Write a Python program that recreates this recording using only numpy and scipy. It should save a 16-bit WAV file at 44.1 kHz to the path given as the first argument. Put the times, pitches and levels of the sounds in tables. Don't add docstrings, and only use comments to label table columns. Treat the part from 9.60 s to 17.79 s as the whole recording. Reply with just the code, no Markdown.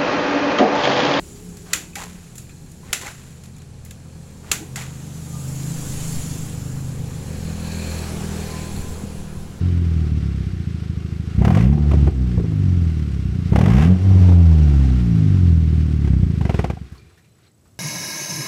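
import sys
import numpy as np
from scipy import signal
from scipy.fft import rfft, irfft, next_fast_len
from scipy.io import wavfile
from scipy.ndimage import uniform_filter1d

SR = 44100
rng = np.random.default_rng(int(sys.argv[2]) if len(sys.argv) > 2 else 0)


def attenuation_scalar(level_db):
    decades = np.asarray(level_db, float) / 20
    return 10 ** decades


def waveform_to_disk(signal):
    frames = np.transpose(np.atleast_2d(signal))
    scaled = np.clip(frames, -1, 1) * 32767
    samples = np.round(scaled).astype(np.int16)
    wavfile.write(sys.argv[1], SR, samples)


N = 361179
TIME = np.arange(N) / SR
SIZE = next_fast_len(N)
FIRST_PHASE, STALL_S = .298, 6.79

# [f/Hz, level/dB per Hz]
YARD_SPECTRUM = [(20, -30), (57, -5.5), (88, 4), (170, -2.5), (287, -14), (453, -14.5), (961, -24.5),
                 (3130, -31.5), (7000, -29), (15300, -37.5)]
# [f/Hz, width/Hz, level/dB]
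PANEL_RINGS = [(2380, 45, -70), (4040, 40, -72), (3560, 120, -76)]
# [t/s, level/dB, f/Hz]
COOLING_TICKS = [(7.3194, -38, 1530), (7.3482, -38.5, 1080), (7.376, -41.5, 4400), (7.4987, -44, 1210),
                 (7.5744, -41, 1850), (7.645, -46, 2340), (7.7894, -53, 1341), (7.8294, -50, 3880),
                 (7.862, -47.5, 4060), (7.888, -54, 2080), (8.055, -46, 1320)]
# [f/Hz, level/dB per Hz]
CLATTER_SPECTRUM = [(260, -9.5), (450, -3.5), (529, -26), (732, -11), (899, -21), (1070, -12.5),
                    (1460, -10.5), (1600, -13), (2110, -12.5), (3010, -16), (5670, -21), (6580, -25.5),
                    (8080, -28.5), (15200, -45)]
# [f/Hz, width/Hz, level/dB]
COVER_MODES = [(760, 32, 3), (900, 31, 3.5), (1349, 7.8, 4.5), (1580, 41, 2), (2100, 12, 1),
               (2780, 14, 3.5), (3190, 14, -3)]
# [f/Hz, width/Hz, level/dB, place in the cycle 0-1]
TAPPETS = [(5740, 36, -69.5, 0), (2755, 23, -67, 0.2), (3100, 37, -69.5, 0.4), (1510, 100, -83, 1)]
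# [t/s, level/dB]
RUN_DOWN_LEVEL = [
    (6.7, 0),
    (7.0, 9.5),
    (7.12, 0.5),
    (7.5, -10),
    (7.7, -20),
    (7.88, -8),
    (7.92, -44),
]
# [t/s, depth/dB, recovery/s]
GAIN_DIPS = [
    (2.08, -7.5, 0.34),
    (2.52, -5.5, 0.89),
    (4.3, -4.5, 0.37),
    (4.76, -3.5, 0.31),
]
# [t/s, firings per s]
CRANK_SPEED = [(0, 45.29), (.302, 41.24), (1.149, 26.39), (1.746, 26.52), (1.845, 32.28), (2.174, 79.2),
               (2.484, 66.87), (2.786, 57.86), (3.095, 45.29), (3.705, 30.18), (3.9, 27.28), (4.043, 42.54),
               (4.348, 99.77), (4.723, 88.32), (5.138, 70.71), (5.932, 40.31), (6.364, 37.58), (7.0, 18.63)]
# [pedal down t/s, pedal up t/s, pipe starts to cool t/s, pipe cool t/s]
THROTTLE_STABS = [
    (1.759, 2.021, 2.17, 2.3),
    (3.885, 4.232, 4.33, 4.42),
]
# [t/s, share of full throttle]
IDLE_AIR = [
    (0, 0.091),
    (.8, 0.02),
    (5.9, 0.011),
    (6.4, 0.15),
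    (6.8, 0.39),
]
# [start t/s, end t/s, extra unevenness/dB]
ROUGH_SPELLS = [
    (2.22, 2.55, 2.6),
    (2.78, 2.9, 2.3),
    (4.45, 4.76, .9),
]
# [t/s, level/dB]
TAILPIPE_LEVEL = [(0, -15.5), (.52, -17), (.95, -23), (1.76, -24), (1.795, -11.5), (2.44, -9.5),
                  (2.7, -16.5), (3.11, -13), (3.48, -20), (3.89, -18.5), (3.925, -11), (4.7, -7),
                  (5.3, -11), (5.92, -10.5), (6.35, -16), (6.58, -12), (7.08, -19.5), (7.45, -46)]
# [t/s, change/dB, fall/s, recovery/s]
NOTE_DIPS = [
    (1.791, 6, .02, 0.04),
    (2.21, -4, .15, 0.2),
    (2.51, -10.5, 0.04, 0.098),
    (2.86, -5, 0.071, 0.19),
    (4.41, -9, 0.1, 0.076),
    (5.45, -3, 0.23, 0.41),
    (5.98, -1, .03, 0.12),
    (6.78, -5.5, .1, 0.02),
    (7.16, -8.5, 0.058, 0.072),
]
# [t/s, crack/dB, brightness/dB, thump/dB]
BANGS = [(1.82, -19, -15.5, -34), (1.849, -13, -8, -39), (1.879, -17, -9.5, -20), (1.904, -16, -11.5, -19),
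         (1.928, -27, -16, -29), (1.949, -18.5, -6, -14.5), (1.971, -16, -11, -36),
         (2.127, -25.5, -11, -27), (2.178, -28, -17, -26), (2.314, -18, -11.5, -14),
         (2.335, -19, -15.5, -4.5), (2.473, -18, -17, 2), (2.776, -27, -24.5, 1), (2.798, -38, -9, -14),
         (2.84, -42, -16, -3), (2.92, -38.5, -11.5, -18), (3.932, -20, -13.5, -20), (3.959, -12, -8, -12),
         (3.988, -13, -10.5, -19), (4.011, -16.5, -7.5, -22), (4.037, -23, -7, -36),
         (4.059, -18.5, -6.5, -15), (4.081, -25, -4, -17), (4.102, -18.5, -11, -29),
         (4.686, -23.5, -22, -10), (4.721, -21, -22, -19.5), (6.445, -31.5, -5, -18),
         (6.474, -32.5, -1.5, -14), (6.531, -39, 0, -33)]
# [t/s, crack/dB, brightness/dB, thump/dB]
LAST_STROKES = [(6.811, -22, -10, -0.75), (6.852, -20.5, -10.5, -0.83), (6.895, -13.5, -12, -1.2),
                (6.943, -20.5, -7, -1.5), (6.991, -13, -11.5, -1.3), (7.042, -15.5, -10, -3.4),
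                (7.1, -20, -9, -1.3), (7.133, -51, 0, -0.7), (7.171, -35, -15, -1.8),
                (7.213, -57, -9, -0.43), (7.322, -54, -1, -2.6)]
# [f/Hz, level/dB per Hz]
RASP_SPECTRUM = [(250, -22.5), (430, -0.5), (487, 1), (570, -5.5), (772, 0.5), (857, -7), (1050, -9),
                 (1500, -19), (1950, -45.5), (3300, -120)]
# [f/Hz, level/dB per Hz]
CRACKLE_SPECTRUM = [(650, -29.5), (1100, -2), (1430, -7), (1620, -1.5), (1760, -7), (2040, -1.5),
                    (2200, -6), (2830, -8), (4070, -19), (5720, -19.5), (13900, -35.5), (15200, -41)]
# [f/Hz, width/Hz, level/dB]
BODY_MODES = [(63.6, 12.8, -3.5), (255.3, 12, -19), (339.6, 29, -26.5)]


def unit(x):
    return x / np.sqrt(np.mean(x ** 2))


def columns(table):
    s, *rest = np.transpose(table)
    return [np.interp(TIME, s, c) for c in rest]


def excursion(s, fall_s, change_db, back_s):
    return np.interp(TIME, [s - fall_s, s, s + back_s], [0, change_db, 0])


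def ring(x, hz, width):
    return signal.lfilter(*signal.iirpeak(hz, hz / width, fs=SR), x)


def hiss(spectrum):
    hz, db = np.transpose(spectrum)
    f = np.arange(SIZE // 2 + 1) * SR / SIZE + 1
    gain = attenuation_scalar(np.interp(np.log(f), np.log(hz), db, -90, -90))
    return unit(irfft(rfft(rng.standard_normal(SIZE)) * gain, SIZE)[:N])


def clicks(s, size):
    return np.bincount(np.clip((np.asarray(s) * SR).astype(int), 0, N - 1), size, N)


def burst(x, ms):
    return uniform_filter1d(signal.lfilter([1], [1, -np.exp(-1000 / (ms * SR))], x), size=170)


def steady(x, s=0.038):
    k = int(s * SR)
    return x / np.sqrt(uniform_filter1d(uniform_filter1d(x ** 2, k), k) + 1e-12)


def walk(rate):
    k = int(SR / rate)
    return 1.3 * uniform_filter1d(np.repeat(rng.standard_normal(N // k + 1), k), k)[:N]


def firing_rate(turn):
    return np.gradient(turn) * SR


def pedal():
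    press_s, gas_dies_db_per_s = .035, 218
    heat = sum(np.interp(TIME, [down, down + press_s, cooling, cool], [0, 1, 1, 0])
               for down, up, cooling, cool in THROTTLE_STABS)
    flow = sum((TIME > down) * attenuation_scalar(-gas_dies_db_per_s * np.clip(TIME - up, 0, 1))
               for down, up, cooling, cool in THROTTLE_STABS)
    valve = np.clip(columns(IDLE_AIR)[0], 0, 1)
    return np.clip(heat + valve, 0, 1), np.minimum(heat, flow) + valve


def loudness():
    (db,) = columns(TAILPIPE_LEVEL + [(7.58, -71)])
    return db + sum(excursion(s, fall, change, back) for s, change, fall, back in NOTE_DIPS)


def law(turn, loud_db, flow, at_50_db, per_octave_db, swing_share, throttle_db):
    octaves = np.log2(firing_rate(turn) / 50)
    return at_50_db + per_octave_db * octaves + swing_share * (loud_db + 14) + throttle_db * flow


def unevenness(turn):
    db = np.interp(firing_rate(turn), [30, 46], [3.0, .8])
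    for start, end, extra in ROUGH_SPELLS:
        db = db + np.interp(TIME, [start, start + .07, end - .05, end], [0, extra, extra, 0])
    evened = np.clip(6.0 * pedal()[0], 0, .9)
    return 1.5 * evened + (1 - evened) * db


def ducking():
    return sum(excursion(s, 0.074, depth, back) for s, depth, back in GAIN_DIPS)


def yard():
    insect_hz, throbs_per_s = 7915, 30.9
    throb = np.exp(3.0 * (np.cos(2 * np.pi * (throbs_per_s * TIME + .36)) - 1))
    tone = np.sin(2 * np.pi * insect_hz * TIME)
    rough = unit(ring(rng.standard_normal(N), insect_hz, 200.))
    insect = unit(throb * (tone + .5 * rough))
    air = attenuation_scalar(-55.5 + 1.2 * walk(6)) * hiss(YARD_SPECTRUM)
    return air + attenuation_scalar(-74 + 1.5 * walk(3)) * insect


def bodywork():
    fade = np.interp(TIME, [7.3, 7.4, 7.55, 7.8], [0, 1, .7, 0])
    out = 0
    for hz, width, db in PANEL_RINGS:
        out = out + attenuation_scalar(db + 2 * walk(12)) * unit(ring(rng.standard_normal(N), hz, width)) * fade
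    for s, db, hz in COOLING_TICKS:
        shake = burst(clicks([s], [attenuation_scalar(db - 5.5)]), 23.0) * rng.standard_normal(N)
        out = out + 2.6 * ring(shake, hz, 300.) + .25 * ring(shake, 3500., 6000.)
    return out


def valve_gear(turn):
    db = law(turn, 0, pedal()[1], at_50_db=-40.5, per_octave_db=4, swing_share=0, throttle_db=-4)
    db = db + ducking() + columns(RUN_DOWN_LEVEL)[0]
    db = db + sum(excursion(down, 0.075, 2.5, 0.075) for down, *_ in THROTTLE_STABS)
    impacts = attenuation_scalar(3.0 * rng.standard_normal(N)) * (rng.random(N) < 300 / SR)
    grains = 4.5 + burst(impacts, 3.5)
    out = hiss(CLATTER_SPECTRUM) * unit(grains) * attenuation_scalar(.6 * walk(14))
    out = out + sum((attenuation_scalar(peak_db) - 1) * ring(out, hz, width) for hz, width, peak_db in COVER_MODES)
    cycles = turn / 4
    for hz, width, ping_db, place in TAPPETS:
        s = np.interp(np.arange(place, cycles[int(STALL_S * SR)]), cycles, TIME)
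        taps = clicks(s, attenuation_scalar(3.1 * rng.standard_normal(len(s))))
        out = out + attenuation_scalar(ping_db + 45.0) * unit(ring(ring(taps, hz, 3 * width), hz, width))
    return attenuation_scalar(db - 4.0) * out


def burble(firing_s, bang_s, bang_db):
    hz, width = 335, 80
    stirs = np.r_[firing_s, bang_s]
    stirred = 0.73 + burst(clicks(stirs, np.ones(len(stirs))), 9.6)
    eddies = rng.standard_normal(N) * stirred * attenuation_scalar(0.55 * walk(30))
    gurgle = steady(ring(ring(eddies, hz, width), hz, 2.06 * width), 0.089)
    return gurgle * (1 + attenuation_scalar(15.5) * burst(clicks(bang_s, attenuation_scalar(bang_db)), 18))


def cracks(s, crack_db, bright_db):
    dull, bright = clicks(s, attenuation_scalar(crack_db)), clicks(s, attenuation_scalar(crack_db + bright_db))
    dull_burst = burst(dull, 4.9) + 0.16 * burst(dull, 21.0)
    bright_burst = burst(bright, 7.5) + 0.097 * burst(bright, 22.)
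    return dull_burst * hiss(RASP_SPECTRUM) + bright_burst * hiss(CRACKLE_SPECTRUM)


def pipe(x, order, slug_ms, trip_ms, echo, loss_hz):
    f = np.arange(SIZE // 2 + 1) * SR / SIZE
    w = 2j * np.pi * f / 1000
    slug = (w * slug_ms) ** order * np.exp((w * slug_ms) ** 2 / 2)
    echoes = 1 - np.clip(echo, 0, .8) * np.exp(-w * trip_ms - (f / loss_hz) ** 2)
    return irfft(rfft(x, SIZE) * slug / echoes, SIZE)[:N]


def pipe_note(blows, throttle, turn):
    slow = np.clip((38 - firing_rate(turn)) / 8, 0, 1)
    cool = pipe(blows * (1 - throttle) * (1 - slow), 1, slug_ms=1.478, trip_ms=11.81, echo=0.96, loss_hz=180)
    idle = pipe(blows * (1 - throttle) * slow, 1, slug_ms=1.65, trip_ms=11.4, echo=.3, loss_hz=500)
    hot = pipe(blows * throttle, 2, slug_ms=1.766, trip_ms=10.24, echo=0.24, loss_hz=460)
    return cool - 0.51 * ring(cool, 209, 82) + idle + hot


def body_modes(blows):
    soft = uniform_filter1d(uniform_filter1d(blows, size=60), size=60)
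    return sum(attenuation_scalar(db) * ring(ring(soft, hz, 2.0 * width), hz, width) for hz, width, db in BODY_MODES)


def exhaust(turn):
    throttle, flow = pedal()
    size_db, thump_db = unevenness(turn), loudness()
    rasp_db = law(turn, thump_db, flow, at_50_db=-44.5, per_octave_db=11.5, swing_share=0.7, throttle_db=10.5)
    rasp_db = rasp_db + .6 * ducking()
    crackle_db = law(turn, thump_db, flow, at_50_db=-35.5, per_octave_db=10.5, swing_share=0, throttle_db=-1)
    burble_db = law(turn, thump_db, flow, at_50_db=-37.5, per_octave_db=1.5, swing_share=0.4, throttle_db=0)
    burble_db = burble_db + 3.5 * throttle - 8 * (TIME > 7.14)

    stroke_no = np.arange(1, turn[int(STALL_S * SR)])
    s = np.interp(stroke_no, turn, TIME)
    i = (s * SR).astype(int)
    lateness, strength, puff = rng.standard_normal((len(s), 3)).T
    late_ms = .33 * size_db[i]
    s = s + late_ms * lateness / 2000 - .004 * throttle[i]
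    bang, stroke = np.transpose(BANGS), np.transpose(LAST_STROKES)
    size = attenuation_scalar(size_db[i] * (.7 * strength + (-1) ** stroke_no))
    blows = clicks(s, size) + clicks(stroke[0] + 0.0041, attenuation_scalar(stroke[3])) + clicks(bang[0], attenuation_scalar(bang[3]))
    blows = blows + attenuation_scalar(-48.5 + 3 * walk(25)) * rng.standard_normal(N)
    thump = pipe_note(blows, throttle, turn) - body_modes(blows)
    thump = attenuation_scalar(thump_db) * steady(thump, 0.14)

    puffs = .6 + burst(clicks(s + .003, attenuation_scalar(3.0 * puff)), 5.5)
    gas = attenuation_scalar(rasp_db - 8 + 2.4 * throttle) * hiss(RASP_SPECTRUM)
    gas = gas + flow * attenuation_scalar(crackle_db - 1.5) * hiss(CRACKLE_SPECTRUM)
    gas = gas * steady(puffs) * (TIME < STALL_S)

    at, crack_db, bright_db, _ = np.c_[bang, stroke]
    crack = attenuation_scalar(-3.5) * cracks(at, crack_db, bright_db)
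    gurgle = attenuation_scalar(burble_db - 2.0) * burble(s, at, np.r_[bang[3], stroke[1] + 10.])
    return thump + gurgle + gas + crack


def scene():
    k = int(.1 * SR)
    speed = uniform_filter1d(columns(CRANK_SPEED)[0], k, mode="nearest")
    speed = uniform_filter1d(speed, k, mode="nearest")
    turn = FIRST_PHASE + np.cumsum(speed) / SR
    return (exhaust(turn) + valve_gear(turn) + bodywork() + yard())[None]


def roll_off(x):
    return signal.sosfilt(signal.butter(12, 15380, fs=SR, output="sos"), x)


def record(dry):
    x = signal.sosfiltfilt(signal.butter(2, 42, "high", fs=SR, output="sos"), dry)
    shake = uniform_filter1d(np.abs(x), size=8000) * unit(ring(rng.standard_normal(N), 22., 22.0))
    x = x + attenuation_scalar(-23.5) * signal.sosfilt(signal.butter(2, 40, fs=SR, output="sos"), shake)
    mix = x / (1 + (np.abs(x) / .71) ** 8) ** (1 / 8)
    return roll_off(mix)


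dry = scene()
out = record(dry)
waveform_to_disk(out)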